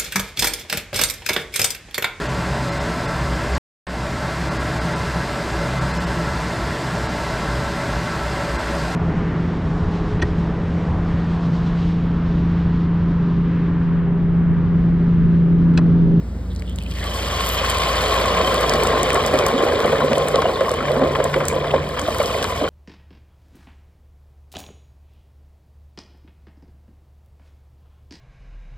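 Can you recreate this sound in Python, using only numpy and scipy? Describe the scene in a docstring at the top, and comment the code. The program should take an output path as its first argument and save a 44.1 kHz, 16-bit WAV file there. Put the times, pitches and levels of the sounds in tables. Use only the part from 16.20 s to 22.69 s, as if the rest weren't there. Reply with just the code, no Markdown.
"""Water is tossed into hot oil in a large metal pot on a gas stove, out of doors.
The oil sizzles and spits: random clicks ring at the pitches of small and large bursting bubbles.
As the water sinks and boils, steam bubbles plop harder in the pot's hollow, as short swelling tones.
A second, smaller splash revives the sizzle near the end.
Behind it the burner rushes as filtered noise, and far engines hum as wavering sine tones."""
import sys
import numpy as np
from scipy import signal
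from scipy.fft import rfft, irfft, next_fast_len
from scipy.io import wavfile
from scipy.ndimage import uniform_filter1d

SR = 44100
rng = np.random.default_rng(int(sys.argv[2]) if len(sys.argv) > 2 else 0)


def digitize_waveform(pressure):
    """Quantize a signal to 16-bit integers and store it at the path in sys.argv[1].

    Rows of a 2-D input are taken as channels; values are limited to [-1, 1].
    """
    field = np.atleast_2d(pressure).T
    bounded = np.clip(field, -1, 1)
    quanta = np.round(bounded * 32767).astype(np.int16)
    wavfile.write(sys.argv[1], SR, quanta)


N = 286209
TIME = np.arange(N) / SR  # seconds
PADDED = 2 * next_fast_len(N // 2 + 4096)  # room for filter tails
HZ = np.arange(PADDED // 2 + 1) * SR / PADDED


def from_db(db):
    """Turn decibels into gain."""
    return 10 ** (np.asarray(db) / 20)


def rms_one(x):
    """Scale to an rms of 1."""
    return x / np.sqrt(np.mean(x ** 2) + 1e-20)


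def in_time(rows):
    """Draw each column of a table as a curve over time."""
    seconds, *columns = np.transpose(rows)
    return [np.interp(TIME, seconds, column) for column in columns]


def over_hz(points):
    """Join the points of a spectrum along a log-frequency axis."""
    hz, value = np.transpose(points)
    return np.interp(np.log(HZ + 1), np.log(hz), value)


def colour(x, points):
    """Shape the spectrum with a minimum-phase filter, so that nothing sounds before its cause."""
    cepstrum = irfft(np.log(from_db(over_hz(points))))
    # Folding the second half onto the first gives the minimum phase.
    cepstrum[1:PADDED // 2] *= 2
    cepstrum[PADDED // 2 + 1:] = 0
    response = np.exp(rfft(cepstrum))
    return irfft(rfft(x, PADDED) * response)[..., :N]


def resonance(x, hz, width_hz):
    """Ring at one pitch: a two-pole band-pass with a gain of 1 at its top."""
    r = np.exp(-np.pi * width_hz / SR)
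    feed = np.array([1, 0, -1]) * (1 - r * r) / 2
    feedback = [1, -2 * r * np.cos(2 * np.pi * hz / SR), r * r]
    return signal.lfilter(feed, feedback, x + 1e-18)


def drift(rate):
    """Wander at random with an rms of 1, taking a new value `rate` times a second."""
    knots = rng.standard_normal(2 * N // 100)
    return rms_one(np.interp(TIME * rate, np.arange(len(knots)), knots))


def add(out, s, sound):
    """Mix a short sound in at a given second."""
    at = int(np.clip(s * SR, 0, N))
    out[..., at:at + sound.shape[-1]] += sound[..., :N - at]


# Spectrum of the burner. Each row: frequency in Hz, relative level in dB.
BURNER_COLOUR = [(100, -2.5), (210, -2), (320, -11), (500, -8.5), (750, -17.5), (1900, -25.5), (2800, -31),
                 (4800, -33), (9000, -42.5), (15000, -66)]


def burner():
    """Burning gas rushes steadily: noise, mostly alike on both sides."""
    rush = rng.standard_normal(N) + from_db(-17.0) * rng.standard_normal((2, N))
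    return from_db(-36.5) * rms_one(colour(rush, BURNER_COLOUR))


# Spectrum of the low rumble. Each row: frequency in Hz, relative level in dB.
RUMBLE_COLOUR = [(20, -6), (38, -28), (82, 1.5), (105, -5.5), (200, -8.5), (320, -15), (800, -53.5)]


def rumble():
    """A low rumble: noise with most of its strength in the bass."""
    return from_db(-33.0) * rms_one(colour(rng.standard_normal(N), RUMBLE_COLOUR))


def hum(hz, level_db):
    """A sine tone whose pitch wanders a little; the level is its rms."""
    turns = np.cumsum(hz * (1 + 0.0021 * drift(rate=10))) / SR
    return from_db(level_db) * np.sqrt(2) * np.sin(2 * np.pi * turns)


# A far engine's path. Each row: time in seconds, middle pitch in Hz, rms level in dB.
ENGINE_PATH = [(0, 58.46, -27.5), (1.9, 57.76, -28), (2.8, 56, -31.5), (3.45, 55.36, -42.5),
               (6.49, 56.6, -38)]


def engines():
    """Two far engines hum: one changes pitch and level, the other fades between 1 and 3 seconds."""
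    engine_hz, engine_db = in_time(ENGINE_PATH)
    second_db = np.interp(TIME, [1, 3], [-34, -41])
    return hum(engine_hz, engine_db) + hum(82.25, second_db)


# A distant drone comes and goes.
# Each row: start and end of the full part in seconds, middle pitch in Hz, rms level in dB before wavering.
DRONES = [(0.25, 0.6, 182.3, -37), (2.1, 2.203, 178, -35.5), (2.548, 3.31, 151.3, -35.5),
          (3.74, 4.1, 148.3, -32), (4.703, 5.083, 144.4, -31), (5.29, 5.62, 147, -30.5)]


def drones():
    """A distant drone: tones that waver in level and fade in and out at their ends."""
    out, fade_db_per_s = np.zeros(N), 56
    waver_db = 1.4 * drift(rate=13)
    for start_s, end_s, hz, level_db in DRONES:
        seconds_outside = np.abs(TIME - np.clip(TIME, start_s, end_s))
        out += hum(hz, level_db + waver_db - fade_db_per_s * seconds_outside)
    return out


SIDE_DB = -12.5  # clicks that differ between left and right, against the central ones


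def bursts(per_s, spread_db):
    """Random clicks of uneven size; those off the pot's centre differ between left and right."""
    sizes = from_db(spread_db * np.minimum(rng.exponential(1, (2, N)), 5))
    sizes = sizes * rng.choice([-1, 1], (2, N))
    mid, side = sizes * (rng.random((2, N)) < per_s / SR)
    return mid + from_db(SIDE_DB) * side * [[1], [-1]]


ONSET_DB_PER_S = 300  # how fast the frying catches
# Water lands in the oil; a small splash boils off sooner.
# Each row: time in seconds, level change in dB, pace of boiling off (as a factor),
# extra for the spray in dB (scaled by the setting `spray` below).
SPLASHES = [(0.7, 0.5, 0.93, -1.5), (5.72, -1.5, 3.8, 0.5)]


def boil_off(peak_db, lag_s, swell_db, swell_s, hold_s, fade_db_per_s, stray_db, spray=0):
    """Level in dB of one size of bubble: each splash catches, swells, holds and fades, over stray drops."""
    power = from_db(stray_db) ** 2
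    for s, splash_db, pace, spray_db in SPLASHES:
        age = TIME - s - lag_s
        attack = ONSET_DB_PER_S * np.minimum(age, 0)
        attack = attack - swell_db * np.exp(-np.maximum(age, 0) / swell_s)
        release = fade_db_per_s * np.maximum(pace * age - hold_s, 0)
        power = power + from_db(peak_db + splash_db + spray * spray_db + attack - release) ** 2
    return 10 * np.log10(power)


def spray_level():
    """Level of the finest spray in dB; it answers a splash first."""
    return boil_off(peak_db=-36.5, lag_s=0.005, swell_db=16.5, swell_s=0.14, hold_s=0.99,
                    fade_db_per_s=4.0, stray_db=-55.0, spray=0.94)


def ticks():
    """Tiny droplets snap at random along with the spray, the first ones ahead of the main splash."""
    clicks = bursts(130, spread_db=4.5)
    high = resonance(clicks, 8600, width_hz=2700)
    low = resonance(clicks, 4560, width_hz=360)
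    snaps = rms_one(high + from_db(7.0) * low)
    first_drops = np.interp(TIME, [.27, .3, .7], [0, .6, 1])
    return first_drops * from_db(spray_level() - 3.5) * snaps


# Flurries of tiny bubbles of like size, where a little water meets the oil.
# Each row: middle in seconds, half-width in seconds, middle pitch in Hz, level at the middle in dB.
FLURRIES = [(0.317, 0.015, 3680, -48), (0.385, 0.02, 4200, -51), (0.501, 0.039, 3260, -43.5),
            (0.614, 0.033, 2930, -42.5), (0.668, 0.015, 2750, -39.5), (0.72, 0.0098, 3170, -38),
            (0.815, 0.05, 1890, -35), (1.31, 0.067, 12100, -33.5), (4.35, 0.025, 4060, -33.5),
            (5.308, 0.037, 7740, -39), (5.511, 0.0039, 2960, -23)]


def flurries(count=5):
    """A quick run of tiny bubbles, each ringing near the flurry's pitch."""
    out, t = np.zeros(N), TIME[:SR // 4] - TIME[SR // 8]
    for s, width_s, hz, level_db in FLURRIES:
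        struck = rng.random((count, len(t))) < 900 / count / SR  # 900 bubbles a second in all
        clicks = rng.standard_normal((count, len(t))) * struck
        pitches = hz * (1 + 0.11 * np.linspace(-1, 1, count))
        rings = sum(resonance(c, pitch, width_hz=pitch / 28) for c, pitch in zip(clicks, pitches))
        swell = np.exp(-(t / width_s) ** 2)
        add(out, s + t[0], from_db(level_db) * swell * rms_one(rings))
    return out


# Spectrum of the spits. Each row: frequency in Hz, gain in dB.
SPIT_COLOUR = [(1100, 2), (2200, -2.5), (9000, -0.5), (13000, -8.5)]
# The droplets whose bursts stand out of the frying.
# Each row: start in seconds, relative level in dB, centre frequency in Hz.
SPITS = [(0.3622, -36, 4400), (0.396, -39, 5500), (0.422, -30.5, 2300), (0.497, -40, 11500),
         (0.56, -34, 7950), (0.5864, -27, 3480), (0.713, -33.5, 4500), (1.2697, -24, 7000),
         (1.2905, -19, 11000), (1.501, -20, 8900), (2.0585, -27, 7950), (2.4098, -24.5, 9600),
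         (2.4958, -14.5, 5060), (2.5375, -18, 3650), (2.6354, -19.5, 8440), (2.6724, -21, 6500),
         (2.8318, -17, 8160), (2.9042, -12.5, 2240), (2.9315, -23, 7000), (2.945, -20, 8600),
         (3.063, -19.5, 7800), (3.1898, -18, 3630), (3.265, -16.5, 8140), (3.2836, -24, 7300),
         (3.6033, -19, 2035), (3.66, -29, 9200), (3.847, -36, 8000), (3.932, -16, 2300),
         (3.982, -23.5, 7500), (4.0853, -20.5, 9100), (4.158, -17, 3140), (4.22, -23, 3300),
         (4.408, -26, 3220), (4.494, -26, 5000), (4.5155, -26.5, 8000), (4.5403, -30, 8200),
         (5.0417, -19.5, 7300), (5.1424, -19, 2190), (5.254, -24.5, 7960), (5.284, -13, 8240),
         (5.7947, -24, 6100), (5.816, -27, 6000), (5.985, -25, 10100), (6.03, -28, 7900),
         (6.059, -22, 4940), (6.227, -19, 3220), (6.243, -19, 4030)]


def spits():
    """A droplet flashes to steam: a short crack, a scatter from the pot's wall, a fizz unlike the others'."""
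    out, t = np.zeros((2, N)), TIME[:SR // 8]
    for s, level_db, hz in SPITS:
        age = t * hz / 0.64  # the crack swells in about two thirds of a cycle
        crack = age * np.exp(1 - age) * np.sin(2 * np.pi * hz * t)
        snap_noise = np.exp(-t / 0.00083) * rng.standard_normal(len(t))
        snap = resonance(snap_noise, hz, width_hz=1.1 * hz)
        scatter = from_db(-21.5) * np.exp(-t / 0.003)
        fizz = from_db(-29.5 + 1.7 * rng.standard_normal()) * np.exp(-t / 0.023)
        tail_noise = (scatter + fizz) * rng.standard_normal((2, len(t)))
        tail = 1.38 * resonance(tail_noise, hz, width_hz=hz)
        spit = crack + snap + tail
        first_ms = spit[:, :SR // 1000]
        add(out, s, from_db(level_db + 4.0) * spit / np.std(first_ms))
    return colour(out, SPIT_COLOUR)


def evened(x, span_s):
    """Hold the level at 1 over each span, with the grain left in."""
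    power = uniform_filter1d(np.mean(x ** 2, axis=0), int(span_s * SR) + 1)
    return x / np.sqrt(power + 1e-12)


def ringing(clicks, low_hz, high_hz, quality, snap_db, count=50):
    """Each burst snaps, then rings for some cycles at the pitch of its bubble's size."""
    dealt = rng.integers(0, count, N)  # a random size for each click
    pitches = np.geomspace(low_hz, high_hz, count)
    rings = sum(resonance(clicks * (dealt == k), hz, hz / quality) for k, hz in enumerate(pitches))
    return rings + from_db(snap_db) * clicks


# Air in the pot. Each row: resting pitch in Hz, width in Hz, middle lift in dB.
POT_AIR = [(406, 104, 3.5), (540, 170, 12), (660, 44, 7), (1058.4, 65, 18.5), (1150, 63, 3.5),
           (2540, 72, 7.5), (3012, 290, 11)]


def pot(x):
    """The air in the pot rings; swirling steam shifts its pitches, and moving bursts drive it unevenly."""
    out, shift = x, np.cumsum(1 + 0.017 * drift(rate=30)) / SR
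    for hz, width_hz, lift_db in POT_AIR:
        # Turn the resonance down to 0 Hz, smooth it there, then turn it back up.
        turn, r = np.exp(2j * np.pi * hz * shift), np.exp(-np.pi * width_hz / SR)
        ring = 2 * (turn * signal.lfilter([1 - r], [1, -r], x * turn.conj())).real
        uneven = from_db(drift(rate=45))
        out = out + (from_db(lift_db) - 1) * uneven * ring
    return out


def burst_rate():
    """Bursts per second: steam bubbles merge and grow fewer after the first splash."""
    first_per_s, last_per_s, merge_s = 2000, 300, 2.1
    age = np.maximum(TIME - SPLASHES[0][0], 0)
    merged = 1 - np.exp(-(age / merge_s) ** 2)
    return first_per_s + (last_per_s - first_per_s) * merged


# Vigour of the sunken water's boil. Each row: time in seconds, relative level in dB.
BOIL_VIGOUR = [(0.7, -51), (0.83, -33.5), (1.04, -32), (1.42, -31.5), (1.91, -23.5), (2.75, -18.5),
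               (3.0, -22), (3.5, -18), (4.55, -25), (4.86, -20), (5.12, -30), (5.42, -24), (5.71, -28),
               (5.91, -28), (6.05, -23.5), (6.49, -30.5)]


def boil_level():
    """How hard the sunken water boils, held back until it has sunk; in dB."""
    vigour_db, = in_time(BOIL_VIGOUR)
    return vigour_db + np.interp(TIME, [.7, .82], [-14, 0])


# Spectrum of the boil. Each row: frequency in Hz, gain in dB.
BOIL_COLOUR = [(100, -16), (200, -0.5), (270, 0.5), (340, -1), (450, 5.5), (700, 0), (860, -3),
               (1100, -14.5), (2000, -4.5), (5000, -86)]


def boil(surge_db):
    """Boiling steam pockets burst at low pitches and ring the pot, stirred up by the large bubbles."""
    pockets = bursts(burst_rate(), spread_db=0.1) * from_db(surge_db)
    pockets = pockets + 1.2 * pockets.mean(axis=0)  # long waves reach both sides alike
    pockets = ringing(pockets, low_hz=197.4, high_hz=1308, quality=15.2, snap_db=-16.0)
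    level = np.sqrt(from_db(boil_level() - 0.94) ** 2 + churn())
    return level * evened(pot(colour(pockets, BOIL_COLOUR)), span_s=0.028)


# Spectrum of the crackle. Each row: frequency in Hz, gain in dB.
CRACKLE_COLOUR = [(200, -17.5), (600, 8), (900, 1), (1400, 2), (2000, 1.5), (2400, 3), (2700, -14),
                  (3300, -6), (5000, -7), (12000, -86.5)]


def crackle(surge_db):
    """Small bubbles burst at middle pitches, more often than the steam pockets, and ring the pot."""
    level_db = boil_off(peak_db=-20.5, lag_s=0.13, swell_db=16.5, swell_s=0.49, hold_s=1.17,
                        fade_db_per_s=3.0, stray_db=-60)
    small = bursts(2.1 * burst_rate(), spread_db=3.0) * from_db(surge_db)
    small = ringing(small, low_hz=706.4, high_hz=4054, quality=20.4, snap_db=-18.5)
    return from_db(level_db) * evened(pot(colour(small, CRACKLE_COLOUR)), span_s=0.33)


# Spectrum of the sizzle. 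Each row: frequency in Hz, gain in dB.
SIZZLE_COLOUR = [(800, -11), (2000, 9), (2700, 0.5), (3300, 2), (4500, 0.5), (5500, -5.5), (7500, -5),
                 (15000, -51)]


def sizzle(surge_db):
    """Fine bubbles burst at high pitches, half as clustered, and ring the pot."""
    level_db = boil_off(peak_db=-26.0, lag_s=0.058, swell_db=12, swell_s=0.28, hold_s=0.88,
                        fade_db_per_s=4.5, stray_db=-45.0)
    fine = bursts(1600, spread_db=3.0) * from_db(.5 * surge_db)
    fine = ringing(fine, low_hz=2350, high_hz=7500, quality=66, snap_db=-18.5)
    return from_db(level_db) * evened(pot(colour(fine, SIZZLE_COLOUR)), span_s=0.46)


# Spectrum of the spray. Each row: frequency in Hz, gain in dB.
SPRAY_COLOUR = [(2500, -9), (5000, 17.5), (7000, 11.5), (9000, 12.5), (10800, 8), (12500, 11), (16000, -7)]


def spray():
    """The finest bubbles burst as bare clicks that flicker in level."""
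    finest = bursts(4500, spread_db=1.5) * from_db(2.7 * drift(rate=51))
    return from_db(spray_level()) * evened(colour(finest, SPRAY_COLOUR), span_s=1.0)


def frying():
    """Four sizes of bursting bubble together, rising to full level as the water lands."""
    surge_db = drift(rate=70)  # bubbles burst in clusters
    water_lands = from_db(np.interp(TIME, [.25, .6, .72], [-40, -14, 0]))
    return water_lands * (boil(surge_db) + crackle(surge_db) + sizzle(surge_db) + spray())


def puff(hz):
    """A short, rough gasp of steam: noise ringing near one pitch, with rms 1 over its first 5 ms."""
    age = TIME[:SR // 20] / 0.0034  # crest after 3.4 ms
    steam = resonance(rng.standard_normal(len(age)), 1.3 * hz, width_hz=2200)
    gasp = age * np.exp(1 - age) * resonance(steam, hz, width_hz=320)
    return gasp / np.std(gasp[:SR // 200])


# The loudest puffs of steam breaking the surface.
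# Each row: time near the crest in seconds, relative level in dB.
SPUTTERS = [(0.845, -22), (1.447, -14.5), (2.956, -9), (3.196, -16), (3.263, -16), (3.73, -16),
            (3.754, -15), (3.807, -13), (4.085, -16), (4.153, -13), (4.222, -10), (4.41, -16), (4.607, -13),
            (4.629, -17), (4.953, -12.5), (5.002, -13.5), (5.142, -9.5), (5.205, -14), (5.444, -14.5),
            (5.773, -17), (5.792, -16), (5.885, -22), (5.947, -15.5), (6.016, -13), (6.244, -15)]


def sputters():
    """Steam tears through the surface and sounds the pot's upper air resonance."""
    out = np.zeros(N)
    for s, level_db in SPUTTERS:
        add(out, s - .003, from_db(level_db - 9) * puff(1030))
    return out


def bubble(hz, swell_s, rise):
    """A tone that swells, dies away and climbs a little in pitch; its envelope peaks at 1."""
    t = TIME[:SR // 8]
    age = t / swell_s
    climbing_hz = hz * (1 + rise * np.tanh((age - 1) / 2))
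    return age * np.exp(1 - age) * np.sin(2 * np.pi * np.cumsum(climbing_hz) / SR)


# Deep gulps under the oil. Each row: start in seconds, peak level in dB, pitch at the peak in Hz.
GULPS = [(3.337, -15, 247), (3.827, -18.5, 237), (3.904, -19, 222), (4.764, -19, 241), (4.817, -15.5, 252),
         (5.82, -24.5, 271), (6.415, -20.5, 274)]
# The largest steam bubbles.
# Each row: time of the peak in seconds, peak level in dB, pitch at the peak in Hz,
# rebound level in dB against the peak.
PLOPS = [(1.406, -19, 550, -2.5), (2.204, -14, 538, -17), (2.549, -15, 624, -13), (2.951, -10, 640, -24),
         (3.141, -5, 590, -14), (3.199, -11.5, 586, -21), (3.231, -13, 533, -24), (3.435, -8.5, 406, -20),
         (3.654, -9, 485, -18), (3.731, -9.5, 540, -24), (3.837, -10.5, 530, -5), (3.92, -7.5, 520, -11),
         (3.978, -12, 506, -5), (4.012, -14, 540, -6), (4.145, -9.5, 513, -10), (4.162, -14, 556, -17),
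         (4.19, -12, 513, -15), (4.256, -6.5, 654, -21), (4.294, -10, 547, -7), (4.412, -9, 527, -4),
         (4.518, -12.5, 540, -20), (4.702, -15, 550, -19), (4.71, -11, 534, -8.5), (4.743, -15, 540, -18),
         (4.771, -11.5, 493, -18), (4.815, -7, 540, -7), (4.847, -10, 580, -15), (4.988, -14, 595, -9),
         (5.002, -7.5, 570, -7.5), (5.053, -10.5, 567, -17), (5.163, -9, 527, -4), (5.214, -12, 540, -12),
         (5.326, -12, 487, -4), (5.365, -12.5, 483, -25), (5.453, -13, 458, -17), (5.541, -5.5, 540, -6.5),
         (5.886, -13, 660, -28), (6.002, -11, 577, -4.5), (6.151, -17, 678, -7), (6.218, -19, 452, -10),
         (6.415, -11, 600, -30), (6.44, -14.5, 565, -12)]


def plops():
    """Large steam bubbles collapse, rebound and puff into the pot's upper air; deep gulps join them."""
    out, swell_s = np.zeros(N), .0025
    for s, peak_db, hz, rebound_db in PLOPS:
        add(out, s - swell_s, from_db(peak_db) * bubble(hz, swell_s, rise=0.01))
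        add(out, s - swell_s, from_db(peak_db - 20.0) * puff(910))
        rebound = bubble(541.4, swell_s=0.006, rise=0.012)
        add(out, s + 0.00518, from_db(peak_db + rebound_db) * rebound)
    for s, peak_db, hz in GULPS:
        add(out, s, from_db(peak_db) * bubble(hz, swell_s=0.011, rise=0.21))
    return out


def churn():
    """Power of the boiling that each large bubble stirs up: it builds quickly and settles more slowly."""
    under_peak_db, rise_s, fall_s = -10.5, .004, 0.019
    power = np.zeros(N)
    for s, peak_db, _, _ in PLOPS:
        age = TIME - s
        decay = np.minimum(np.maximum(-age / rise_s, age / fall_s), 20)
        power += from_db(peak_db + under_peak_db) ** 2 * np.exp(-decay)
    return power


def scene():
    """The pot in front, the yard behind; open air adds no echo."""
    background = burner() + rumble() + engines() + drones()
    return background + ticks() + flurries() + spits() + frying() + sputters() + plops()


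LOW_CUT_HZ, TOP_CUT_HZ = 33, 16000
# Phase between two microphone ports. Each row: frequency in Hz, lead of the left in radians.
PORT_PHASE = [(0, 0), (500, -.45), (800, .1), (1400, -.2), (2000, .7), (2550, 2.25), (3700, .9),
              (5000, 1.4), (6000, 3.14), (16500, 18.4)]
# Balance between the ports. Each row: frequency in Hz, left over right in dB.
PORT_BALANCE = [(90, 0), (400, -1.5), (700, -1.7), (1120, 4.5), (1800, .5), (4000, 0)]


def record(dry):
    """Two spaced ports shift and tilt the channels; the lowest bass and the top are cut, peaks rounded."""
    # Left gets half of each difference, right the opposite half.
    half_lead = np.exp(.5j * np.interp(HZ, *np.transpose(PORT_PHASE)))
    half = from_db(over_hz(PORT_BALANCE) / 2) * half_lead
    low_cut = 1 - 1 / (1 + (HZ / LOW_CUT_HZ) ** 8)
    ports = irfft(rfft(dry, PADDED) * low_cut * np.array([half, 1 / half]))[:, :N]
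    rounded = ports / (1 + (ports / .95) ** 8) ** (1 / 8)
    top_cut = signal.ellip(10, .1, 80, TOP_CUT_HZ, fs=SR, output="sos")
    return signal.sosfilt(top_cut, rounded)


dry = scene()
out = record(dry)
digitize_waveform(out)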